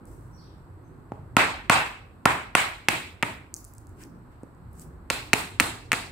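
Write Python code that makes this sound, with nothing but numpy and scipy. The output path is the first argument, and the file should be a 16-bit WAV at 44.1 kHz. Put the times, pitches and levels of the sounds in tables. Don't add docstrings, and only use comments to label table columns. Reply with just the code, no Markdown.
import sys
import numpy as np
from scipy import signal
from scipy.fft import rfft, irfft, next_fast_len
from scipy.io import wavfile

SR = 44100
rng = np.random.default_rng(int(sys.argv[2]) if len(sys.argv) > 2 else 0)


def pcm_store(signal):
    levels = np.round(np.clip(np.atleast_2d(signal), -1, 1) * 32767)
    wavfile.write(sys.argv[1], SR, levels.astype(np.int16).T)


def makeup_ratio(level_db):
    decades = np.asarray(level_db, float) / 20
    return 10 ** decades


N = 269627
TIME = np.arange(N) / SR

# (time [s], click level [dB], bright crack level [dB], blade ring level [dB])
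BLOWS = [
    (1.366, -1, -10.5, 0),
    (1.696, 3.5, -14, 2),
    (2.254, -1.5, -9, -4),
    (2.55, 5, -13.5, -9),
    (2.884, 2.5, -11.5, -14),
    (3.225, -7, -13, -12.5),
    (5.1, -2, -8.5, -6.5),
    (5.331, 4.5, -10.5, -16),
    (5.598, 4, -8.5, -10),
    (5.917, -2, -11.5, -17),
]
# (frequency [Hz], level [dB], T60 [s])
HANDLE_MODES = [(1900, 6.5, 0.0013), (2610, -5.5, 0.0064), (4150, -13, .005), (7720, -12.5, .005)]
# (frequency [Hz], correlation [-1..1])
LIKENESS = [(60, 0.96), (130, 0.89), (290, 0.8), (640, 0.41), (1400, .0), (15000, 0.021)]


def rms_one(x):
    return x / np.sqrt(np.mean(x ** 2) + 1e-20)


def at_hz(points, hz):
    table_hz, value = np.transpose(points)[:2]
    return np.interp(np.log(hz), np.log(table_hz), value)


def filtered(x, order, hz, kind="low"):
    return signal.sosfilt(signal.butter(order, hz, kind, fs=SR, output="sos"), x)


def drift(rate):
    r = np.exp(-80 * np.pi * rate / SR)
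    slow = signal.lfilter([1], [1, -2 * r, r * r], rng.standard_normal(N // 40 + 2002))[2000:]
    return np.interp(np.arange(N) / 40, np.arange(len(slow)), rms_one(slow))


def stereo(mid, side, hz):
    alike = np.clip(at_hz(LIKENESS, hz), -1, 1)
    return np.sqrt(1 + alike) * mid + np.sqrt(1 - alike) * side * [[1], [-1]]


def bands(length, low_hz, high_hz, count):
    white = rng.standard_normal((2, 2, length))
    edges = np.geomspace(low_hz, min(high_hz, .45 * SR), count + 1)
    for k, (low, high) in enumerate(zip(edges, edges[1:])):
        mid, side = filtered(white[k % 2], 2, [low, high], "band")
        hz = np.sqrt(low * high)
        yield hz, stereo(mid, side, hz)


def coloured(spectrum, patchy_db, rate, count):
    out = np.zeros((2, N))
    for hz, band in bands(N, spectrum[0][0], spectrum[-1][0], count):
        out += makeup_ratio(at_hz(spectrum, hz) + patchy_db * drift(rate)) * band
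    return rms_one(out)


def smooth_noise(spectrum):
    padded = next_fast_len(N)
    hz = np.maximum(np.arange(padded // 2 + 1) * SR / padded, 10)
    mid, side = rfft(rng.standard_normal((2, padded)))
    shaped = stereo(mid, side, hz) * makeup_ratio(at_hz(spectrum, hz))
    return rms_one(irfft(shaped, padded)[:, :N])


def clicks(times, gains):
    out = np.full(N, 1e-18)
    np.add.at(out, np.round(np.asarray(times) * SR).astype(int), gains)
    return out


def ring(x, hz, t60):
    r, w = makeup_ratio(-60 / (t60 * SR)), 2 * np.pi * hz / SR
    return signal.lfilter([0, np.sin(w)], [1, -2 * r * np.cos(w), r * r], x)


def strike(times, db, modes, spread_db):
    luck = rng.standard_normal((len(times), 3, len(modes)))
    out = np.zeros((2, N))
    for k, (hz, level_db, t60) in enumerate(modes):
        for ear in (0, 1):
            luck_db = spread_db * (luck[:, 0, k] + 0.13 * luck[:, ear + 1, k])
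            out[ear] += ring(clicks(times, makeup_ratio(db + level_db + luck_db)), hz, t60)
    return out


def build_up(x, hz, t60):
    r = makeup_ratio(-60 / (t60 * SR))
    return signal.lfilter([1, -1], [1, -2 * r * np.cos(2 * np.pi * hz / SR), r * r], x)


def background():
    # (time [s], level [dB])
    traffic = [(0.0, -46.5), (0.51, -50.5), (1.65, -48.5), (1.92, -53), (3.76, -53.5), (4.12, -49),
               (4.46, -52), (4.83, -46), (5.73, -52.5), (6.11, -48.5)]
    # (frequency [Hz], density [dB per Hz])
    rumble_spectrum = [(13, -44), (22, -20.5), (43, -4), (59, 0), (80, -9.5), (108, 2.5), (123, -4.5),
                       (200, -16.5), (237, 1.5), (356, -22), (380, -27.5), (450, -19.5), (500, -37),
                       (650, -57.5), (1100, -120)]
    air_spectrum = [(210, -26.5), (350, -4), (500, -13.5), (750, -8), (1050, -7), (1500, -12),
                    (2200, -24.5), (3200, -38.5), (4200, -74)]
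    hiss_spectrum = [(1500, -33.5), (2500, -3), (3200, -8.5), (4300, -4.5), (5200, -13), (6300, -17.5),
                     (7100, -12), (7900, -0.5), (8800, -7.5), (9400, -14), (11500, -8.5), (14000, -11.5),
                     (15500, -15.5), (16400, -30)]
    traffic_db = np.interp(TIME, *np.transpose(traffic))
    air_db = -57.5 + 0.18 * (traffic_db - traffic_db.mean())
    rumble = makeup_ratio(traffic_db + 4.5) * coloured(rumble_spectrum, patchy_db=3.0, rate=1.7, count=12)
    air = makeup_ratio(air_db) * smooth_noise(air_spectrum)
    hiss = makeup_ratio(-74) * smooth_noise(hiss_spectrum)
    return rumble + air + hiss


def snaps():
    # (time [s], peak level [dB], centre frequency [Hz])
    levered = [(0.0543, -43, 10500), (1.1189, -51, 7180), (3.5402, -19, 6920), (3.5458, -32.5, 6820),
               (3.564, -33, 6320), (3.6005, -48.5, 11000), (3.643, -38, 7790), (3.648, -31.5, 10610),
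               (3.7362, -39.5, 8000), (3.75, -47, 9800), (3.7813, -35, 8030), (3.8691, -48, 7600),
               (3.8921, -53, 8030), (4.0362, -38.5, 5380), (4.3196, -65, 8010), (4.4323, -49, 7975),
               (4.5484, -61.5, 7760), (4.7306, -48, 11200), (4.7524, -56, 8150), (4.7955, -38, 7710),
               (4.8171, -39, 8240)]
    # (time [s], peak level [dB], centre frequency [Hz])
    splits = [
        (2.2552, -22, 8600),
        (2.8872, -21, 7900),
        (3.1270, -56, 8000),
        (5.3362, -14, 9075),
        (5.341, -28, 8000),
        (5.6032, -9, 7700),
        (5.9299, -17.5, 7700),
        (5.9355, -35, 8000),
    ]
    decay_s, width_ratio, delay_s, to_walls_db = .0003, 1.12, .0008, 2
    skirt_gain = [[.4], [.4], [1.27]]
    events = list(levered) + list(splits)
    out, after = np.zeros((3, N)), np.arange(300) / SR
    noise = rng.standard_normal((len(events), 2, 300))
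    for k, ((s, db, hz), puff) in enumerate(zip(events, noise)):
        direct = (puff + puff.sum(axis=0)) * np.exp(-after / decay_s)
        even = (after == 0) * makeup_ratio(to_walls_db) * (k < len(levered))
        skirt = filtered(np.vstack([direct, even]), 8, 4600, "high")
        peak = filtered(skirt, 1, [hz / width_ratio, hz * width_ratio], "band")
        snap = skirt_gain * skirt + 2 * peak
        out[:, round((s + delay_s) * SR):][:, :300] += makeup_ratio(db + 4.5) * snap / np.abs(snap[:2]).max()
    return out


def scrapes():
    # (peak time [s], level [dB], swell [s], fade [s], grit below the split [dB])
    drags = [
        (0.072, -61.5, .03, 0.86, -12),
        (4.02, -52, 0.078, .10, 5.5),
        (4.81, -49, 0.11, .12, -12.5),
        (4.325, -79, .05, 0.35, 19),
        (1.13, -79.5, .02, .3, 22.5),
    ]
    # (frequency [Hz], density [dB per Hz])
    friction = [(880, -35.5), (1500, -1), (2590, -6), (3770, -16), (5280, -10), (6960, -9), (8000, 1),
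                (9010, -5.5), (16000, -10.5)]
    span_db, split_hz = 32.5, 4000
    s, db, swell_s, fade_s, grit_db = np.transpose(drags)[:, :, None]
    away = np.maximum((s - TIME) / swell_s, (TIME - s) / fade_s)
    level = makeup_ratio(db - span_db * away)
    flicker, noise = makeup_ratio(1.5 * drift(60)), smooth_noise(friction)
    grit = (level * makeup_ratio(grit_db)).sum(axis=0) * filtered(noise, 4, split_hz, "low")
    fine = level.sum(axis=0) * filtered(noise, 4, split_hz, "high")
    return flicker * (fine + grit)


def bird():
    # (start time [s], length [s], first pitch [Hz], last pitch [Hz], level [dB])
    chirps = [
        (0.308, .15, 5620, 5660, -64),
        (0.354, 0.16, 5480, 3950, -63.5),
        (.82, 0.065, 6300, 6130, -79),
    ]
    attack_s, sag_db, glide_s = 0.01, 14, .04
    out, waver = np.zeros(N), drift(119)
    for s, length_s, first_hz, last_hz, db in chirps:
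        after = np.maximum(TIME - s, 0)
        pitch_hz = last_hz + (first_hz - last_hz) * np.exp(-after / glide_s)
        pitch_hz += 0.39 * np.maximum(5950 - pitch_hz, 0) * waver
        gate = np.clip(np.minimum(after, length_s - after) / attack_s, 0, 1)
        level = makeup_ratio(db - sag_db * np.minimum(after / length_s, 1))
        out += gate * level * np.sin(2 * np.pi * np.cumsum(pitch_hz) / SR)
    return out


def log_on_tiles():
    # (time [s], knock level [dB], pitch factor [1], thump level [dB], handle rattle level [dB])
    knocks = [(1.1198, -24.5, 0.59, -20.5, -55), (1.3690, -5, 0.97, -7, -32), (1.7, -4, 1.06, -9, -8),
              (1.7739, -22, 1.2, -60.5, -29), (2.2584, -3, 0.98, -6, -21.5), (2.553, -7, 1.05, -19, -20),
              (2.887, -14, 0.79, -16, -2), (3.2310, -13, 0.926, -15, -16), (4.4333, -54, .55, -25, -56),
              (5.1053, -19, 1.02, -24, -13.5), (5.107, -20, 0.52, -29, -10.5),
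              (5.3365, -12, 0.65, -8.5, 2.5), (5.6027, -23, 1.3, -17, -14), (5.605, -17.5, 0.98, -11, -12),
              (5.6084, -22, 1.1, -11.5, -2.5), (5.6096, -30, 0.62, -23, -12), (5.9303, -27, 1.2, -12, -0.5),
              (5.9358, -21, 1.32, -43, -4), (5.9400, -31, 1.2, -39, -17)]
    # (frequency [Hz], level [dB], T60 [s])
    log_modes = [(724, 2, 0.012), (1062, 6.5, 0.015), (1361, 3, .02), (1750, -8, 0.01)]
    thump_modes = [(150, -5.5, 0.023), (267, 3.5, 0.022), (442, 1, 0.022)]
    contact_s, thump_cut_hz = .00025, 1200
    s, knock_db, pitch, thump_db, rattle_db = np.transpose(knocks)
    thump = filtered(strike(s, thump_db - 8, thump_modes, spread_db=1.5), 2, thump_cut_hz)
    rattle = strike(s, rattle_db - 19.0, HANDLE_MODES, spread_db=8.0)
    out = thump + build_up(rattle, hz=2000, t60=0.0016)
    after = np.arange(2000) / SR
    for at, db, factor in zip(np.round(s * SR).astype(int), knock_db, pitch):
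        for hz, level_db, t60 in log_modes:
            fall = makeup_ratio(db - 5.0 + level_db - 60 * after / t60)
            mode = fall * np.sin(2 * np.pi * hz * factor * after)
            out[:, at:at + 2000] += mode * makeup_ratio([[-1.2], [1.2]])
    soft = np.hanning(round(contact_s * SR) + 2)
    return signal.lfilter(soft / soft.sum(), [1], out)


def hammer():
    arrival_s, crack_decay_s = .0013, 0.002
    s, click_db, crack_db = np.transpose(BLOWS)[:3]
    body = strike(s + arrival_s, click_db - 15.5, HANDLE_MODES, spread_db=2.0)
    bright = filtered(rng.standard_normal((2, N)), 2, [3000, 10500], "band")
    hits = clicks(s + arrival_s, makeup_ratio(click_db + crack_db))
    puffs = signal.lfilter([1], [1, -np.exp(-1 / (crack_decay_s * SR))], hits)
    return build_up(body, hz=1920, t60=0.0016) + bright * puffs


def near_field(x):
    # (left lag [ms], right lag [ms], level [dB])
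    echoes = [(.9, 1.5, -16), (2.3, 1.9, -15.5), (3.4, 3.7, -18), (5.6, 4.9, -12.5), (7.3, 16, -22)]
    out = x.copy()
    for k, (left_ms, right_ms, db) in enumerate(echoes):
        for ear, ms in enumerate((left_ms, right_ms)):
            lag = round(ms * SR / 1000)
            out[ear, lag:] += (-1) ** (k * ear) * makeup_ratio(db) * x[ear, :-lag]
    return filtered(out, 2, 130, "high")


def radiated():
    # (floor thump [dB], log [dB], handle [dB], steel shank [dB])
    sent = [(1.5, 5.5, 2.5, 0), (-7.5, 2.5, -2, -3.5), (-5, 2.5, -2.5, -6.5), (-12.5, -5.5, -5, -8.5),
            (-5, -10, -7, -9), (0, -6.5, -9.5, -12.5), (-8, -10, -11, -4.5), (-16.5, -13, -15, -11.5),
            (-10, -10, -13.5, -9.5), (-8, -9.5, -11.5, -6)]
    # (frequency [Hz], density [dB per Hz])
    colour = [(50, -31), (110, -8.5), (300, -6.5), (550, -11), (800, -3), (1340, -4), (1780, -4.5),
              (2300, -2.5), (2900, -8.5), (4100, -11), (6000, -23.5), (8000, -16), (10500, -26),
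              (16000, -32.5)]
    part_hz = [250, 800, 1400, 2400, 4400, 9000]
    # (frequency [Hz], level [dB], T60 [s])
    blade = [(2440, -29.5, .1), (2574, -30, .11), (2610, -27.5, .13), (2750, -30.5, .11), (4150, -35, 0.11),
             (4290, -36.5, .09), (8100, -30.5, 0.019)]
    hz, after = np.maximum(np.arange(513) * SR / 1024, 10), np.arange(4096) / SR
    spread_hz = np.geomspace(100, 16000, 12)
    spreads = rng.uniform(-1.1, 1, (len(BLOWS), 12))
    for (s, db, _, blade_db), parts, spread in zip(BLOWS, sent, spreads):
        thump_db, log_db, handle_db, shank_db = parts
        edge_db = -0.5 + 0.43 * shank_db
        parts_db = thump_db, log_db, log_db, handle_db, shank_db, edge_db
        colour_db = 26 + at_hz(colour, hz) + at_hz(list(zip(part_hz, parts_db)), hz)
        lag = 300 + 90 * np.interp(np.log(hz), np.log(spread_hz), spread)
        phase = 2 * np.pi * np.cumsum(lag) / 1024
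        pulse = np.zeros(len(after))
        for mode_hz, level_db, t60 in blade:
            pulse += makeup_ratio(blade_db + level_db - 60 * after / t60) * np.sin(2 * np.pi * mode_hz * after)
        pulse[:1024] += irfft(makeup_ratio(colour_db) * np.exp(-1j * phase), 1024)
        yield round(s * SR) - 200, makeup_ratio(db) * pulse


def room_responses(count):
    # (frequency [Hz], T60 [s])
    room_t60 = [(100, 0.44), (400, 0.47), (1200, 0.44), (2500, 0.48), (5000, 0.46), (10000, 0.38),
                (15000, 0.42)]
    gap_s, build_s, lumpy_db = 0.0024, 0.017, 1.5
    t = np.arange(SR * 3 // 4) / SR
    build = 1 - np.exp(-np.maximum(t - gap_s, 0) / build_s)
    tails = np.zeros((count, 2, len(t)))
    for hz, band in bands(len(t) + 5000 * count, 62.1, 17000, count=16):
        fall = build * makeup_ratio(-60 * t / at_hz(room_t60, hz))
        band = band * makeup_ratio(lumpy_db * drift(22)[:band.shape[1]])
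        for k in range(count):
            tails[k] += band[:, 5000 * k:][:, :len(t)] * fall
    return tails / np.sqrt(np.sum(tails ** 2) / 2 / count)


def room_tail(to_walls):
    shared, *own = room_responses(count=len(BLOWS) + 1)
    tail = signal.fftconvolve(to_walls[None], shared, axes=1)[:, :N]
    for (at, pulse), response in zip(radiated(), own):
        length = min(N - at, response.shape[1])
        tail[:, at:at + length] += signal.fftconvolve(pulse[None], response, axes=1)[:, :length]
    return tail


def scene():
    fibres, chirp, wood = snaps(), bird(), log_on_tiles()
    to_walls = makeup_ratio(-11) * wood.mean(axis=0) + fibres[2] + makeup_ratio(7) * chirp
    direct = near_field(hammer() + wood) + fibres[:2] + scrapes()
    diffuse = room_tail(to_walls) + background()
    return direct + diffuse * makeup_ratio([[-.6], [.6]])


def band_limit(x):
    return signal.sosfilt(signal.butter(12, 16510, fs=SR, output="sos"), x)


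def record(dry):
    cut = signal.sosfilt(signal.ellip(8, 1, 50, 15750, fs=SR, output="sos"), dry)
    return band_limit(np.clip(cut, -1, 1))


dry = scene()
out = record(dry)
pcm_store(out)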